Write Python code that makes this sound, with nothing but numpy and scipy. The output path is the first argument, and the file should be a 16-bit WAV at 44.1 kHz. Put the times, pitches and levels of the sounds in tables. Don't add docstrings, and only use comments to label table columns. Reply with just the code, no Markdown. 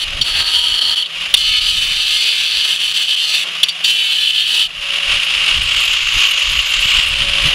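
import sys
import numpy as np
from scipy import signal
from scipy.fft import rfft, irfft, next_fast_len
from scipy.io import wavfile
from scipy.ndimage import uniform_filter1d, map_coordinates

SR = 44100
rng = np.random.default_rng(int(sys.argv[2]) if len(sys.argv) > 2 else 0)


def dump(signal):
    limited = np.clip(np.atleast_2d(signal).T, -1, 1)
    pcm = np.round(limited * 32767).astype(np.int16)
    wavfile.write(sys.argv[1], SR, pcm)


N = 332514

# time in seconds, level in dB, contact roughness in dB, share repeating each turn (0-1).
CONTACTS = [
    [(0.0, -20, 2, 0.55), (.045, -18, -1.5, .4)],
    [(.23, -21, 4, 0.1), (.345, -17, 2.5, 0.66), (.46, -12, 6.5, 0.4), (.575, -14, -2.5, 0.3),
     (.92, -15.5, -1.5, 0.18), (1.035, -15.5, -7, 0.2)],
    [(1.385, -14.5, -0.5, 0.82), (1.6, -13.5, 0.5, 0.63), (1.93, -16.5, 4.5, 0.64), (2.25, -14, 2, 0.67),
     (2.5, -17, 4.5, 0.53), (2.79, -13.5, 0, 0.13), (2.9, -17.5, 0.5, 0.5), (3.05, -11.5, -2, 0.04),
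     (3.22, -14.5, -3.5, 0.82), (3.28, -19, 5, 0.9), (3.33, -13.5, 1.5, .7), (3.44, -18, 0, 0.5)],
    [(3.86, -12, 3, 0.9), (3.98, -14.5, -0.5, 0.84), (4.2, -14, -0.5, 0.72), (4.33, -11, -3.5, 0.7),
     (4.45, -15, -2.5, 0.85), (4.52, -14.5, 5.5, 0.58), (4.62, -11, 0, 0.57), (4.675, -19.5, -3, 0.8)],
]


def cutting(turns):
    # low scrape, high ring and grit in dB at 0 dB roughness.
    colour_db = [(-18.5, -7, -14), (-18, -5, -17.5), (-22.5, -9.5, -16), (-23, -11.5, -18.5)]
    rough_slopes = [.9, 0.74, 0.79]
    # time in seconds, main mode's share of the body sound in dB.
    mode_focus = [(.23, -7), (.39, -12), (.55, -1), (1.03, -0.6), (1.39, 0), (1.55, -3), (1.7, 0),
                  (1.86, -4), (2.02, -1.5), (2.2, -3), (2.5, -3.5), (2.63, -1.3), (3.0, -1.1), (3.26, -0.3),
                  (3.44, -12), (3.86, -2), (4.02, -4.5), (4.15, -1), (4.42, -1), (4.51, -2.5), (4.67, -.5)]
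    # time in seconds, depth in dB, length in seconds.
    skips = [(0.238, 11, 0.0065), (0.468, 7, 0.065), (0.803, 9, 0.0076), (0.954, 12, 0.0065),
             (1.353, 4, .011), (1.604, 6.5, 0.01), (2.792, 5.5, 0.026), (2.933, 8, 0.0076),
             (3.06, 8.5, 0.038), (3.158, 15, 0.004), (4.333, 5.5, 0.028)]
    t = np.arange(N) / SR
    level_db, rough_db, share = curves(np.vstack(CONTACTS))
    contact = np.searchsorted([rows[-1][0] + .05 for rows in CONTACTS[:-1]], t)
    band_db = np.transpose(colour_db)[:, contact] + np.outer(rough_slopes, rough_db)
    low_db, ring_db, grit_db = band_db + [1.64 * wobble(7) for _ in rough_slopes]
    force = rim_scrape(turns, np.clip(share, 0, 1))
    pressure = np.minimum(wobble(40), .7)
    chatter = amp(1.4 * pressure + .76 * wobble(120))
    parts = bands(blade(chatter * force), [150, 2000, 2880, 3280, 4000, 5200, 20000], slope=30)
    low, under, main, over, ring, grit = [even(p) for p in parts]
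    focus = amp(np.minimum(curves(mode_focus)[0], -.15))
    body = focus * main + np.sqrt(1 - focus ** 2) * (amp(-2) * under + amp(-4.5) * over)
    skip_db = sum(db * np.exp(-(1.43 * (t - s) / length_s) ** 4) for s, db, length_s in skips)
    mix = amp(low_db) * low + amp(-2.63) * body + amp(ring_db) * ring + amp(grit_db) * grit
    return touching() * amp(level_db - .02 * wobble(9) - skip_db) * mix


def rim_scrape(turns, share):
    wear = np.arange(N) / SR * 9
    rim = rng.standard_normal((int(wear[-1]) + 4, 84))
    angle = (turns + .004 * wobble(30)) % 1
    repeat = unit(map_coordinates(rim, [wear, angle * rim.shape[1]], order=3, mode="grid-wrap"))
    grain_sizes = amp(3 * rng.standard_normal(N // 16 + 1)).repeat(16)[:N]
    fresh = unit(grain_sizes * rng.standard_normal(N))
    coarse = filtered(fresh, lambda hz: hz < 6000)
    return share * np.std(coarse) * repeat + np.sqrt(1 - share ** 2) * coarse + fresh - coarse


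def blade(force):
    # frequency in Hz, width in Hz, level in dB in passes one, two and three.
    modes = [(946, 12, -20.5, -88, -47), (1274, 79, -22.5, -24, -29), (1702, 220, -30, -19, -23.5),
             (2124, 12, -39, -5, -24), (2665, 420, -27, -4, -7.5), (3002, 175, 3, 0.5, 1),
             (3240, 320, 5, -10, -13), (3530, 440, -0.5, 2, -1.5), (4330, 150, -8, -8, -18),
             (4438, 210, -6.5, -15, -16), (4740, 250, -25, -14.5, -20), (5730, 410, -21, -20.5, -23.5),
             (6140, 89, -21, -18, -27), (7150, 110, -21, -43, -39), (7650, 500, -25.5, -24, -28),
             (9300, 250, -31, -31, -31), (10100, 1430, -23.5, -27.5, -29.5), (12200, 400, -40, -41, -38)]
    # frequency in Hz, scrape gain in dB.
    scrape_spectrum = [(100, -60), (200, -44.5), (700, -42.5), (2000, -39.5), (3000, -11), (4000, -15.5),
                       (5300, -30), (8600, -31), (11500, -38), (15700, -42)]
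    boundaries_s = [1.2, 3.55]

    def response(hz, k):
        power = sum(amp(2 * db[k]) / (1 + (2 * (hz - mode_hz) / width_hz) ** 2) ** 1.81
                    for mode_hz, width_hz, *db in modes)
        return minimum_phase(power + colour(scrape_spectrum)(hz) ** 2)
    stage = np.searchsorted(boundaries_s, np.arange(N) / SR)
    return sum(filtered(force * (stage == k), lambda hz: response(hz, k)) for k in range(3))


def touching():
    t = np.arange(N) / SR
    inside = sum((t >= rows[0][0] - .02) & (t < rows[-1][0]) for rows in CONTACTS)
    return uniform_filter1d(inside * 1., size=400, mode="nearest")


def bites(ring_t60_s=.06):
    # start in seconds, force in dB, length in seconds, treble and ring in relative dB.
    strikes = [(.2130, -2, .013, 1, -8), (.9575, -7, .011, -1, -30), (.982, -6, .01, -2, -30),
               (1.0225, -8, .008, -5, -30), (1.0400, -17, .04, -6, -30), (1.0585, -12, .007, -3, -22),
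               (1.3398, 13, .0135, -1, -26), (1.3550, -3, .005, -3, -30), (1.3715, -5, .014, 4, -20),
               (3.6310, 10, .015, 1, -22), (3.6838, -4, .021, 3, -9), (3.8430, 1, .016, 1, -9)]
    # frequency in Hz, relative level in dB.
    rim_modes = [(4430, -8), (4651, -8), (5640, -18), (7090, -26)]
    force, ringing, t = np.zeros((2, N)), np.zeros(N), np.arange(N) / SR
    rasp_rad = .9 * wobble(160)
    for s, db, length_s, treble_db, ring_db in strikes:
        attack = (t >= s) * np.clip((t - s) / .0015 + .39, 0, 1)
        release = np.clip((s + length_s - t) / .0097, 0, 1)
        force += amp([[db], [db + treble_db]]) * attack * release
        age_s = np.clip(t - s, 0, 1)
        decay_db = 60 * np.maximum(age_s - length_s, 0) / ring_t60_s
        ring = sum(amp(mode_db + rng.normal(0, 4)) * np.sin(2 * np.pi * hz * age_s + k + rasp_rad)
                   for k, (hz, mode_db) in enumerate(rim_modes))
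        ringing += np.clip(age_s / .0021, 0, 1) * amp(db + ring_db - decay_db) * ring
    body, treble = blade(force * rng.standard_normal(N))
    body = filtered(body, lambda hz: (hz < 5200) * highpass(hz, 2100, 4))
    treble = filtered(treble, lambda hz: hz >= 5200)
    return ringing + amp(5.5) * (body + treble)


def motor(turns, gear_ratio=3.456):
    # time in seconds, roar in dB, deep roar and whine in dB relative to it.
    levels = [(.07, -24, -25, -26), (.2, -20.5, -20.5, -23), (1.075, -30, -20.5, -22),
              (1.205, -21, -25.5, -42), (1.335, -20.5, -24, -23), (3.47, -23.5, -19.5, -31),
              (3.62, -23, -27, -28), (3.72, -25, -24, -39), (3.83, -22, -20.5, -32), (4.7, -29.5, -20, -43),
              (4.83, -21.5, -25.5, -25), (5.0, -17.5, -24, -24), (5.165, -14, -26, -25.5),
              (5.19, -17.5, -27.5, -31), (5.49, -13.5, -27.5, -31), (5.65, -17, -30, -34),
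              (5.8, -14, -29.5, -34), (6.08, -16, -33, -35), (6.22, -14.5, -31.5, -33),
              (6.66, -15.5, -32, -34), (6.95, -14, -31.5, -34), (7.1, -17.5, -29.5, -29),
              (7.25, -15.5, -26.5, -21.5), (7.54, -14.5, -22.5, -27.5)]
    # multiple of the armature speed, relative level in dB.
    harmonics = [(1, 1.5), (2, 0.5), (4, 7.5), (5, 16), (12, -17)]
    # time in seconds, hum level in dB.
    unbalance = [(.95, -74), (1.15, -48), (1.35, -51), (1.6, -65), (2.1, -55.5), (2.95, -51), (3.22, -57.5),
                 (3.5, -49), (4.1, -53), (4.28, -55), (4.5, -51), (5.65, -47), (6.0, -73), (7.54, -60)]
    roar_db, deep_db, whine_db = curves(levels)
    air = fan(deep_db)
    armature_rad = 2 * np.pi * gear_ratio * turns
    first, *upper = [amp(db + 1.5 * wobble(6)) * np.sin(k * armature_rad + .7 * wobble(20))
                     for k, db in harmonics]
    tones = (amp(whine_db) * first + amp(-26.5) * sum(upper)) * (1 - .32 * touching())
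    hum = amp(curves(unbalance)[0]) * np.sin(2 * np.pi * turns)
    return amp(roar_db + .6 * wobble(7) - 7.7 * touching()) * (air + tones) + hum


def fan(deep_db):
    # frequency in Hz, gain in dB before the bands are rebalanced.
    air_spectrum = [(120, -30), (250, -41), (800, -29), (1150, -16), (1760, -16.5), (2870, 6.5),
                    (3500, -2.5), (4140, -9), (5000, -11), (5860, -20.5), (7000, -23.5), (8200, -31.5),
                    (10000, -31.5), (12600, -37), (15700, -42)]
    swirl = amp(.6 * wobble(18) + 1.7 * wobble(150))
    air = filtered(swirl * rng.standard_normal(N), colour(air_spectrum))
    edges_hz = [150, 800, 2000, 4000, 6000, 7900, 11200, 20000]
    deep, low, body, mid, vent, hiss, top = bands(air, edges_hz, slope=24)
    low_db = -13.5 + .22 * (deep_db - deep_db.mean())
    roar = amp(deep_db) * deep + amp(low_db) * low + body + amp(-14) * mid
    treble = amp(-22) * vent + amp(-27.5) * hiss + amp(-34.5 + 1.2 * wobble(7)) * top
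    return tool_movement(roar + treble)


def tool_movement(air, relative_width=.11):
    # time in seconds, main peak in Hz.
    peak_path = [(4.75, 10400), (5.2, 9500), (5.55, 9100), (5.8, 7540), (6.0, 6700), (6.4, 6640),
                 (6.7, 7100), (7.0, 8050), (7.3, 9600), (7.54, 10400)]
    # multiple of the main peak's frequency, gain in dB.
    peaks = [(.58, 0.5), (1, 6), (1.27, -1), (1.75, 2)]
    hz, t, spectra = signal.stft(air, SR, nperseg=512)
    log_ratio = np.log((hz[:, None] + 1) / np.interp(t, *np.transpose(peak_path)))
    gain_db = sum(db * np.exp(-((log_ratio - np.log(k)) / relative_width) ** 2 / 2) for k, db in peaks)
    return signal.istft(spectra * amp(gain_db), SR, nperseg=512)[1][:N]


def singing(turns):
    # start and end in seconds, multiple of the spindle speed, level in dB.
    spans = [(.35, .8, 6, -42), (.35, .62, 8, -41), (.35, .6, 10, -43), (1.45, 1.8, 8, -42),
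             (1.42, 1.62, 14, -38), (3.95, 4.17, 14, -37), (4.0, 4.5, 11, -40)]
    return sum(amp(db + 2.1 * wobble(15)) * gate(start_s, end_s, fade_s=.054)
               * np.sin(2 * np.pi * k * turns + .4 * wobble(15)) for start_s, end_s, k, db in spans)


def jingles(faint_count=34, faint_from_s=5.2, chink_t60_s=.055, rattle_t60_s=.073):
    # start in seconds, level in dB, pitch in Hz.
    clear = [(5.8049, -24, 9300), (5.851, -29, 11000), (6.0314, -37, 10500), (6.0822, -35, 9200),
             (6.1356, -30, 10300), (6.3092, -24, 9200), (6.393, -30, 9300), (6.425, -30, 8930),
             (6.4928, -34, 9960), (6.5177, -28, 9640), (6.7083, -29, 9730), (6.8011, -32, 9800),
             (7.084, -26.5, 8860), (7.288, -36, 9870), (7.4566, -41, 10200), (7.4826, -32, 10100)]
    faint = [(faint_from_s + u * (N / SR - faint_from_s), -33.5 + 6 * (v - .5),
              9900 * (1 + .16 * (w - .5))) for u, v, w in rng.random((faint_count, 3))]
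    out, t = np.zeros(N + SR), np.arange(SR // 10) / SR
    for s, db, hz in clear + faint:
        modes = sum(np.sin(2 * np.pi * hz * detune * t) for detune in 1 + rng.normal(0, .03, 3))
        chink = modes * amp(-60 * t / chink_t60_s)
        rattle = 1.8 * amp(-60 * t / rattle_t60_s) * rng.standard_normal(len(t))
        out[round(s * SR):][:len(t)] += amp(db) * (chink + rattle)
    return filtered(out[:N], lambda hz: highpass(hz, 8600, 12) / (1 + (hz / 12000) ** 8))


def tag_buzz():
    # frequency in Hz, relative level in dB.
    modes = [(11430, 6), (12385, 10), (12870, -14), (13520, -10)]
    # start and end in seconds, level in dB.
    shakes = [(5.783, 5.944, -52), (6.13, 6.22, -53), (6.25, 6.352, -50), (6.42, 6.46, -51),
              (6.487, 6.61, -51), (6.64, 6.73, -50), (6.79, 6.934, -52), (7.42, 7.5, -54)]
    t = np.arange(N) / SR
    ring = sum(amp(db + 2.5 * wobble(30)) * np.sin(2 * np.pi * hz * t + 1.5 * wobble(90))
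               for hz, db in modes)
    rattle = amp(-2) * bands(rng.standard_normal(N), [10800, 14500])[0]
    shaking = sum(amp(db) * gate(start_s, end_s, fade_s=.025) for start_s, end_s, db in shakes)
    return amp(2 * wobble(45)) * shaking * (ring + rattle)


def wind(port_hz=27, still_db=-68.5):
    # time in seconds, buffet level in dB.
    breeze = [(0, -39), (.4, -31), (.8, -47), (1.13, -52), (1.36, -31.5), (1.85, -29.5), (2.18, -35),
              (2.3, -51), (3.3, -53), (4.0, -59), (4.37, -42), (4.5, -51), (4.8, -38), (5.04, -46),
              (5.5, -29.5), (6.1, -32.5), (6.4, -38), (6.6, -33), (7.0, -29.5), (7.54, -24)]
    # peak time in seconds, level in dB, length in seconds, relative flutter in dB.
    gusts = [(0.149, -21.5, 0.18, -20), (0.214, -27.5, .03, -5), (0.386, -38, 0.058, -21),
             (0.574, -38, 0.079, -22), (0.735, -34, .06, -18), (0.894, -38, .05, -25),
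             (5.121, -20, 0.1, -27), (5.396, -38, 0.039, -26), (5.604, -24, 0.11, -21),
             (6.165, -19.5, 0.045, -20), (6.49, -30, 0.11, -28), (6.583, -27, 0.051, -35),
             (6.79, -21, 0.048, -23), (6.858, -23, .04, -15), (6.982, -23.5, 0.045, -15),
             (7.087, -24, .05, -26), (7.14, -26.5, .05, -16), (7.23, -30, 0.075, -7),
             (7.291, -22, 0.12, -17), (7.385, -26, 0.042, -18), (7.465, -29, 0.054, 0.5)]
    # frequency in Hz, relative gain in dB.
    pressure_spectrum = [(8.8, -29), (15, 15.5), (49, -1.5), (141, -15), (173, -20), (272, -26.5),
                         (400, -31.5), (520, -46), (880, -120)]
    t = np.arange(N) / SR
    buffet_gain = amp(curves(breeze)[0] + 4.4 * wobble(14))
    flutter_gain = buffet_gain * amp(-22 + 3.1 * wobble(14)) + amp(still_db)
    for s, db, length_s, flutter_db in gusts:
        puff = amp(db) * np.exp(-(2.3 * (t - s) / length_s) ** 2)
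        buffet_gain += puff
        flutter_gain += amp(flutter_db) * puff
    lumps = amp(1.8 * wobble(25)) * rng.standard_normal(N)
    buffet, flutter = bands(filtered(lumps, colour(pressure_spectrum)), [5, 110, 500])
    pressure = buffet_gain * even(buffet) + flutter_gain * flutter
    return filtered(pressure, lambda hz: highpass(hz, port_hz, 3))


def amp(db):
    return 10 ** (np.asarray(db) / 20)


def unit(x):
    return x / np.sqrt(np.mean(x ** 2) + 1e-20)


def even(x):
    return x / np.sqrt(np.abs(uniform_filter1d(x ** 2, size=SR // 7)) + 1e-12)


def curves(rows):
    s, *cols = np.transpose(rows)
    return [np.interp(np.arange(N) / SR, s, c) for c in cols]


def gate(start_s, end_s, fade_s):
    t = np.arange(N) / SR
    return np.clip(np.minimum(t - start_s, end_s - t) / fade_s, 0, 1)


def wobble(rate_hz):
    knots = rng.standard_normal(int(N * rate_hz / SR) + 4)
    return map_coordinates(knots, [np.arange(N) * rate_hz / SR])


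def filtered(x, response):
    m = next_fast_len(N + SR // 2)
    return irfft(rfft(x, m) * response(np.fft.rfftfreq(m, 1 / SR)), m)[..., :N]


def colour(points):
    f, db = np.transpose(points)
    return lambda hz: amp(np.interp(np.log(hz + 1), np.log(f + 1), db))


def highpass(hz, edge_hz, slope):
    return 1 / (1 + (edge_hz / (hz + 1)) ** slope)


def bands(x, edges_hz, slope=12):
    return [unit(filtered(x, lambda hz: highpass(hz, lo, slope) - highpass(hz, hi, slope)))
            for lo, hi in zip(edges_hz, edges_hz[1:])]


def minimum_phase(power):
    m = 2 * len(power) - 2
    cepstrum = irfft(np.log(power) / 2, m)
    cepstrum[1:m // 2] *= 2
    cepstrum[m // 2 + 1:] = 0
    return np.exp(rfft(cepstrum))


def scene():
    # time in seconds, turns per second.
    spindle_speed = [(.25, 164), (.45, 159), (.75, 160.6), (1.0, 160.5), (1.12, 164.5), (1.36, 164),
                     (1.57, 157.5), (1.74, 159.4), (1.86, 157), (2.1, 155.9), (2.42, 157.3), (3.2, 154),
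                     (3.45, 165), (3.8, 165), (3.86, 160.7), (4.19, 156.7), (4.42, 158), (4.6, 163),
                     (7.54, 162.6)]
    turns = np.cumsum(curves(spindle_speed)[0]) / SR
    return (cutting(turns) + bites() + motor(turns) + jingles() + tag_buzz() + wind()
            + singing(turns))[None]


def record(dry):
    clipped = dry / (1 + np.abs(dry) ** 12) ** (1 / 12)
    return filtered(clipped, lambda hz: hz < 15750)


dry = scene()
out = record(dry)
dump(out)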